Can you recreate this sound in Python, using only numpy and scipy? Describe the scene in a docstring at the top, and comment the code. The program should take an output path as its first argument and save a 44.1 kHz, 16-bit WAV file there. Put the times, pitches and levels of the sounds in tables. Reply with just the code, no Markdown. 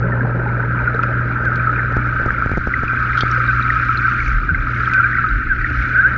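"""A bubble stream gurgles and fizzes in a koi pond, heard through a submerged camera's case,
which rings near 1.3 and 1.55 kHz. Each bubble is a decaying, gliding sine. Near bubbles ping
and chirp, tiny ones burst with a tick; soft pops and one pebble strike reach the case.
Passing fish push low swells of water against it, and a pump hums underneath."""
import sys
import numpy as np
from scipy import signal
from scipy.fft import rfft, irfft
from scipy.io import wavfile
from scipy.ndimage import uniform_filter1d, minimum_filter1d

SR = 44100
rng = np.random.default_rng(int(sys.argv[2]) if len(sys.argv) > 2 else 0)


def output_pcm(signal):
    """Save a mono or channel-first signal as 16-bit PCM at the path in sys.argv[1].

    Samples are clipped to [-1, 1] before scaling.
    """
    pcm = np.clip(np.atleast_2d(signal).T, -1, 1) * 32767
    wavfile.write(sys.argv[1], SR, np.round(pcm).astype(np.int16))


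N = 272097
TIME = np.arange(N) / SR
PING_GLIDE_OCT_PER_S, PING_RISE_S = -3.5, 0.0011
# stream strength: time_s, mid_bubble_gain_db, small_bubble_gain_db
STREAM = [(0.0, -24.5, -44.5), (0.38, -25.5, -44), (0.86, -21.5, -41), (2.03, -19.5, -38.5),
          (2.3, -21.5, -37), (2.61, -23.5, -37.5), (2.82, -21, -36.5), (3.02, -18, -33.5),
          (3.27, -19.5, -31), (4.09, -19, -31), (4.31, -22, -33), (4.52, -24.5, -39), (4.81, -19.5, -32),
          (5.09, -17, -34.5), (5.29, -20, -35.5), (5.5, -23, -39), (5.81, -20, -31), (6.17, -18.5, -37.5)]


def case_ring():
    """Mid-size bubbles of the stream excite the case's modes."""
    # case modes: centre_hz, width_hz, gain_db
    modes = [(1298, 141, 2), (1517, 234, 2.5), (1541, 25.6, 8.5), (1690, 72, -25)]
    # bubble size drifts, feeding the lowest mode more or less: centre_s, change_db, half_length_s
    surges = [(3.45, 3.5, 0.95), (5.65, -2.5, 0.45)]
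    bubbles = cloud(low_hz=1082, high_hz=2330, cycles=6.1, spread_db=0.84, lift_oct=0.06, count=9000)
    lowest, *higher = ((-1) ** k * undb(db) * resonate(bubbles, hz, width_hz)
                       for k, (hz, width_hz, db) in enumerate(modes))
    ring = cut(lowest * undb(bumps(surges)) + sum(higher), 1090, "highpass", order=8)
    return level(ring, -0.19) * undb(curve(STREAM, column=1))


def gurgle():
    """Big bubbles die away and return a little at the end."""
    # gurgle EQ: freq_hz, gain_db
    eq = [(100, -13.5), (170, 1), (280, -8), (480, -7), (620, -7), (700, -15), (1000, -11), (1250, -23)]
    # gurgle envelope: time_s, gain_db
    envelope = [(0.0, -29), (0.26, -30.5), (2.42, -39), (2.61, -48), (3.14, -42), (4.05, -48),
                (4.83, -43.5), (5.5, -51.5), (6.17, -38.5)]
    big = cloud(low_hz=137.8, high_hz=1205, cycles=17.2, spread_db=0.9, lift_oct=0.3, count=5000)
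    return level(colour(big, eq), 3.7) * undb(curve(envelope, column=1))


def patter_and_fizz():
    """Small bubbles patter, the finest fizz; both follow one envelope."""
    # patter EQ: freq_hz, gain_db
    patter_eq = [(1500, -6.5), (1850, -2), (2100, -4.5), (2400, -2), (2650, -15.5), (3000, -19)]
    # fizz EQ: freq_hz, gain_db
    fizz_eq = [(2500, 0.5), (3200, -4), (4000, -3.5), (4600, -8.5), (5100, -10.5), (5900, -14.5),
               (7000, -20.5), (8500, -15)]
    small = cloud(low_hz=1636, high_hz=2946, cycles=42, spread_db=2.0, lift_oct=0.087, count=5000)
    finest = cloud(low_hz=2683, high_hz=8900, cycles=75, spread_db=2.5, lift_oct=0.041, count=20000)
    patter = level(colour(small, patter_eq), 0.11)
    fizz = level(colour(finest, fizz_eq), -16.5)
    return (patter + fizz) * undb(curve(STREAM, column=2))


def puffs():
    """Small clouds of very fine bubbles hiss past."""
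    # puffs: centre_s, level_db, half_length_s
    events = [(3.84, -60.5, 0.031), (4.26, -51, 0.069), (4.85, -63, 0.13)]
    envelope = bumps([(centre_s, undb(db), half_s) for centre_s, db, half_s in events])
    fine = cloud(low_hz=3870, high_hz=6810, cycles=23, spread_db=5.5, lift_oct=0.04, count=8000)
    return envelope * level(fine, 0)


def plips(low_hz=1750, high_hz=2500, t60_s=0.023, count=36):
    """Stray small bubbles come close enough to stand out from the patter."""
    out = np.zeros(N)
    for when, pitch, strength, slide in rng.random((count, 4)):
        hz = low_hz * (high_hz / low_hz) ** pitch
        plip = bubble(hz, t60_s, 2 * slide * PING_GLIDE_OCT_PER_S, PING_RISE_S)
        above_patter_db = 10 + 6 * strength
        add(out, when * N / SR, undb(above_patter_db) * plip / np.abs(plip).max())
    return out * undb(curve(STREAM, column=2))


def pings(trim_db=0.5, glide_spread_oct_per_s=2):
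    """Single near bubbles ring, most sagging in pitch."""
    # near bubbles: start_s, pitch_hz, gain_db, t60_s
    events = [(0.12, 1800, -17.5, 0.069), (.207, 1615, -12.5, 0.028), (0.244, 164, -13.5, 0.085),
              (.249, 780, -21.5, 0.044), (.460, 873, -19, .06), (.945, 474, -18.5, 0.065),
              (0.875, 1450, -7.5, 0.05), (0.992, 1327, -8.5, 0.038), (1.035, 1360, -7.5, 0.023),
              (1.67, 1330, -8, 0.056), (1.692, 1335, -10.5, 0.048), (1.792, 1815, -17, .05),
              (2.305, 1600, -3.5, 0.0086), (2.422, 1370, -5, 0.018), (2.738, 1975, -7, 0.018),
              (2.88, 2480, -19, 0.02), (3.131, 2040, -14, 0.0078), (3.175, 1470, -9, 0.03),
              (3.314, 1356, -8.5, 0.04), (3.362, 1446, -6.5, 0.021), (3.375, 526, -27, 0.085),
              (3.702, 1905, -4.5, 0.017), (3.758, 1324, -11, 0.07), (3.891, 1325, -6, 0.08),
              (4.079, 1369, -4, 0.041), (4.123, 1400, -8.5, 0.037), (4.202, 2240, -16.5, 0.032),
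              (4.49, 1457, -7.5, 0.03), (4.545, 1580, -10.5, 0.033), (4.544, 2084, -18, 0.036),
              (4.67, 1360, -11.5, 0.031), (4.875, 1340, -7, 0.038), (4.998, 1390, -5, 0.064),
              (5.129, 1890, -14, 0.034), (5.168, 1950, -15.5, .035), (5.183, 1397, -7.5, 0.046),
              (5.24, 1315, -7.5, 0.086), (5.644, 1890, -8.5, 0.019)]
    out = np.zeros(N)
    for start_s, hz, db, t60_s in events:
        glide_oct_per_s = rng.normal(PING_GLIDE_OCT_PER_S, glide_spread_oct_per_s)
        ping = bubble(hz, t60_s, glide_oct_per_s, PING_RISE_S)
        add(out, start_s, undb(db + trim_db) * ping / np.abs(ping).max())
    return out


def chirps(ring_hz=1539, half_s=0.0155, trim_db=-2.05):
    """Gliding near bubbles, loudest as their pitch crosses the case's sharp mode."""
    # chirps: centre_s, gain_db, glide_oct_per_s
    events = [(1.473, -9.5, -5), (3.494, -6.5, -3), (4.052, -9.5, 3), (4.503, -11.5, -4), (4.954, -7.5, 1),
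              (4.984, -6, 2), (5.045, -5.5, 4.5), (5.519, -6.5, -5.5), (5.931, -15, 4.5),
              (5.961, -5.5, 5.5), (5.996, -1, 5), (6.058, 0, 5)]
    out, t = np.zeros(N), np.arange(-5 * half_s, 5 * half_s, 1 / SR)
    for centre_s, db, glide_oct_per_s in events:
        phase = 2 * np.pi * np.cumsum(ring_hz * 2 ** (glide_oct_per_s * t)) / SR
        add(out, centre_s + t[0], undb(db + trim_db) * np.sin(phase) / np.cosh(1.54 * t / half_s))
    return out


def pops(push_s=0.00025, rebound_s=0.0019, trim_db=2.0):
    """Sudden pressure dips of about 1 ms; the case springs back slowly."""
    # pops on the case: start_s, gain_db
    events = [(1.924, -14.5), (1.968, -8), (2.071, -16.5), (2.217, -16.5), (2.2614, -8.5), (2.279, -18),
              (2.4610, -10.5), (2.4946, -18), (2.5163, -10), (2.537, -15.5), (2.5733, -9.5), (2.579, -9),
              (2.6727, -9), (2.8348, -12), (2.933, -17), (3.2343, -9), (5.709, -21)]
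    faint = [(start_s, -21) for start_s in rng.uniform(2.05, 2.85, 6)]
    out, t = np.zeros(N), np.arange(SR // 30) / SR
    dip, rebound = ((t / tau) ** 2 * np.exp(2 - t / tau) / 4 for tau in (push_s, rebound_s))
    snap = np.exp(-t / push_s)
    for start_s, db in events + faint:
        add(out, start_s, undb(db) * (0.66 * rebound - dip - 0.22 * snap))
    return undb(trim_db) * cut(out, 30, "highpass", order=1)


def ticks(ring_trim_db=2.5, crack_trim_db=-5.0):
    """Tiny bubbles burst with a crack and ring briefly."""
    # bursts: start_s, ring_gain_db, pitch_hz, crack_gain_db
    events = [(0.945, -37.5, 3920, -35), (1.032, -24.5, 2550, -26.5), (1.451, -44, 4230, -30),
              (1.557, -37.5, 4200, -29), (3.3134, -30.5, 5560, -26), (3.476, -31.5, 3800, -42),
              (3.625, -28, 3820, -42), (3.9736, -23, 4100, -39), (4.856, -31, 3200, -33),
              (4.9352, -15.5, 2470, -20), (5.288, -35, 3900, -43)]
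    out = np.zeros(N)
    for start_s, ring_db, hz, crack_db in events:
        ring = bubble(hz, t60_s=0.023, glide_oct_per_s=0, rise_s=0.00016)
        add(out, start_s, undb(ring_db + ring_trim_db) * ring)
        add(out, start_s, undb(crack_db + crack_trim_db) * crack(t60_s=0.03, low_hz=1300))
    return out


def pebble(ring_db=-15, impact_db=4.5, scrape_db=-3):
    """A stone grazes the case, then hits it: crack, short scrape, brief ring."""
    # contacts: start_s, gain_db
    contacts = [(3.174, -34), (3.178, -40), (3.184, -36), (3.19, -34), (3.2082, -21)]
    # pebble modes: pitch_hz, gain_db, t60_s
    modes = [(3156, 16.5, 0.031), (3285, 14.5, 0.054), (3340, 8, 0.065), (3580, 8, 0.062), (3570, 6, 0.049),
             (3800, -3, 0.06), (4400, 4, 0.079), (4420, 2, 0.069), (4650, 5, 0.053), (5940, -27, 0.029)]
    out, t = np.zeros(N), np.arange(SR // 10) / SR
    ring = sum(undb(db) * np.sin(2 * np.pi * hz * t) * decay(t, t60_s) for hz, db, t60_s in modes)
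    for start_s, db in contacts:
        impact = undb(impact_db) * crack(t60_s=0.007, low_hz=3000)
        scrape = undb(scrape_db) * crack(t60_s=0.046, low_hz=3100)
        add(out, start_s, undb(db) * (undb(ring_db) * ring + impact + scrape))
    return out


def moving_water(rumble_db=-29, half_cycles=1.85):
    """Low rumble, plus a few slow pressure cycles as fish sweep past."""
    # rumble EQ: freq_hz, gain_db
    eq = [(15, -19.5), (28, -5), (48, 1), (85, 0.5), (160, -10.5), (300, -7), (380, -20), (700, -39),
          (1300, -34), (2200, -78)]
    # fish swells: centre_s, pitch_hz, peak_db
    swells = [(4.231, 35.8, -20.5), (4.304, 50.6, -13), (4.364, 38.9, -10.5), (4.463, 47, -18),
              (4.524, 86, -15), (4.523, 159, -17.5), (4.604, 37.6, -15.5), (5.349, 45, -12),
              (5.366, 95, -16), (5.512, 31.1, -18.5), (5.617, 35, -18), (5.699, 67, -17.5),
              (5.792, 54.4, -14.5)]
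    out = level(colour(rng.standard_normal(N), eq), rumble_db)
    for centre_s, hz, db in swells:
        half_s = half_cycles / hz
        t = np.arange(-3 * half_s, 3 * half_s, 1 / SR)
        add(out, centre_s + t[0], undb(db) * np.cos(2 * np.pi * hz * t) * np.exp(-(t / half_s) ** 2))
    return out


def pump(fade_db_per_s=1.51, waver_db=1.1):
    """Mains hum; each line wavers and takes its share of a slow fade and brief dips."""
    # hum lines: pitch_hz, level_db, swing_share
    lines = [(59.73, -29, 0.2), (120.24, -19, 0.92), (239, -43.5, 1), (360.8, -45.5, 0.5)]
    # dips at full share: centre_s, change_db, half_length_s
    dips = [(.2, -1.5, .3), (2.55, -7.5, 0.36), (4.49, -10, 0.17), (5.48, -8, 0.18)]
    swing_db = bumps(dips) - fade_db_per_s * TIME
    out = np.zeros(N)
    for hz, db, share in lines:
        phase = 2 * np.pi * (hz * TIME + rng.random()) + 0.027 * walk(rate_hz=5.9)
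        rms_db = db + share * swing_db + waver_db * walk(rate_hz=6)
        out += np.sqrt(2) * undb(rms_db) * np.sin(phase)
    return out


def bubble(hz, t60_s, glide_oct_per_s, rise_s):
    """A pinched-off bubble: decaying sine with sliding pitch."""
    t = np.arange(int(t60_s * SR) + 2) / SR
    phase = 2 * np.pi * np.cumsum(hz * 2 ** (glide_oct_per_s * t)) / SR
    return np.sin(phase) * (1 - np.exp(-t / rise_s)) ** 2 * decay(t, t60_s)


def cloud(low_hz, high_hz, cycles, spread_db, lift_oct, count):
    """Random bubbles, even power per Hz; each rises by lift_oct while ringing."""
    out = np.zeros(N)
    for when, pitch, strength, length in rng.random((count, 4)):
        hz = low_hz * (high_hz / low_hz) ** pitch
        t60_s = cycles * (0.5 + length) / hz
        db = spread_db * min(-np.log(1 - strength), 4)
        add(out, when * N / SR, hz * undb(db) * bubble(hz, t60_s, lift_oct / t60_s, rise_s=0.5 / hz))
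    return out


def crack(t60_s, low_hz):
    """Bright noise burst, peak 1."""
    t = np.arange(SR // 10) / SR
    burst = cut(rng.standard_normal(len(t)) * decay(t, t60_s), [low_hz, 5000], "bandpass", order=2)
    return burst / np.abs(burst).max()


def decay(t, t60_s):
    """Exponential fall, 60 dB per t60_s."""
    return np.exp(-np.log(1000) * t / t60_s)


def undb(db):
    """Decibels to gain."""
    return 10 ** (np.asarray(db) / 20)


def level(x, rms_db):
    """Set the rms level."""
    return x * undb(rms_db) / np.sqrt(np.mean(x ** 2))


def curve(table, column):
    """One column of a timed table at every sample."""
    rows = np.array(table)
    return np.interp(TIME, rows[:, 0], rows[:, column])


def bumps(table):
    """Sum of bell curves from rows of centre_s, height, half_length_s."""
    return sum(height * np.exp(-((TIME - centre_s) / half_s) ** 2) for centre_s, height, half_s in table)


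def walk(rate_hz):
    """Smooth random drift, rms 1."""
    hold = int(SR / rate_hz)
    steps = np.repeat(rng.standard_normal(N // hold + 1), hold)[:N]
    return level(uniform_filter1d(uniform_filter1d(steps, hold), hold), 0)


def add(out, start_s, sound):
    """Mix a sound in at start_s."""
    i = max(int(start_s * SR), 0)
    out[i:i + len(sound)] += sound[:max(N - i, 0)]


def cut(x, hz, kind, order):
    """Butterworth filter."""
    return signal.sosfilt(signal.butter(order, hz, kind, fs=SR, output="sos"), x)


def resonate(x, hz, width_hz):
    """One resonance, unity gain at centre."""
    return signal.lfilter(*signal.iirpeak(hz, hz / width_hz, fs=SR), x)


def colour(x, eq):
    """Shape a spectrum by rows of freq_hz, gain_db."""
    hz, db = np.transpose(eq)
    bins_hz = np.maximum(np.fft.rfftfreq(N, 1 / SR), 1)
    return irfft(rfft(x) * undb(np.interp(np.log(bins_hz), np.log(hz), db)), N)


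def scene():
    """All sources reach one microphone through the water."""
    stream = case_ring() + gurgle() + patter_and_fizz() + puffs() + plips()
    close_events = pings() + chirps() + pops() + ticks() + pebble()
    return (stream + close_events + moving_water() + pump())[None]


def record(dry, ceiling=0.72, mirror_hz=16000, top_hz=15700):
    """Limiter, low-pass near 7 kHz, and a faint mirror image of the case's ring near 14.5 kHz."""
    gain = np.minimum(1, ceiling / (np.abs(dry) + 1e-9))
    limited = dry * uniform_filter1d(minimum_filter1d(gain, size=441), size=441)  # 10 ms windows
    dull = cut(limited, 6920, "lowpass", order=11)
    mirror = cut(dull * np.cos(2 * np.pi * mirror_hz * TIME), [14200, 14800], "bandpass", order=4)
    band_limit = signal.ellip(8, 0.2, 80, top_hz, fs=SR, output="sos")
    return signal.sosfilt(band_limit, dull + undb(-48.5) * mirror)


dry = scene()
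out = record(dry)
output_pcm(out)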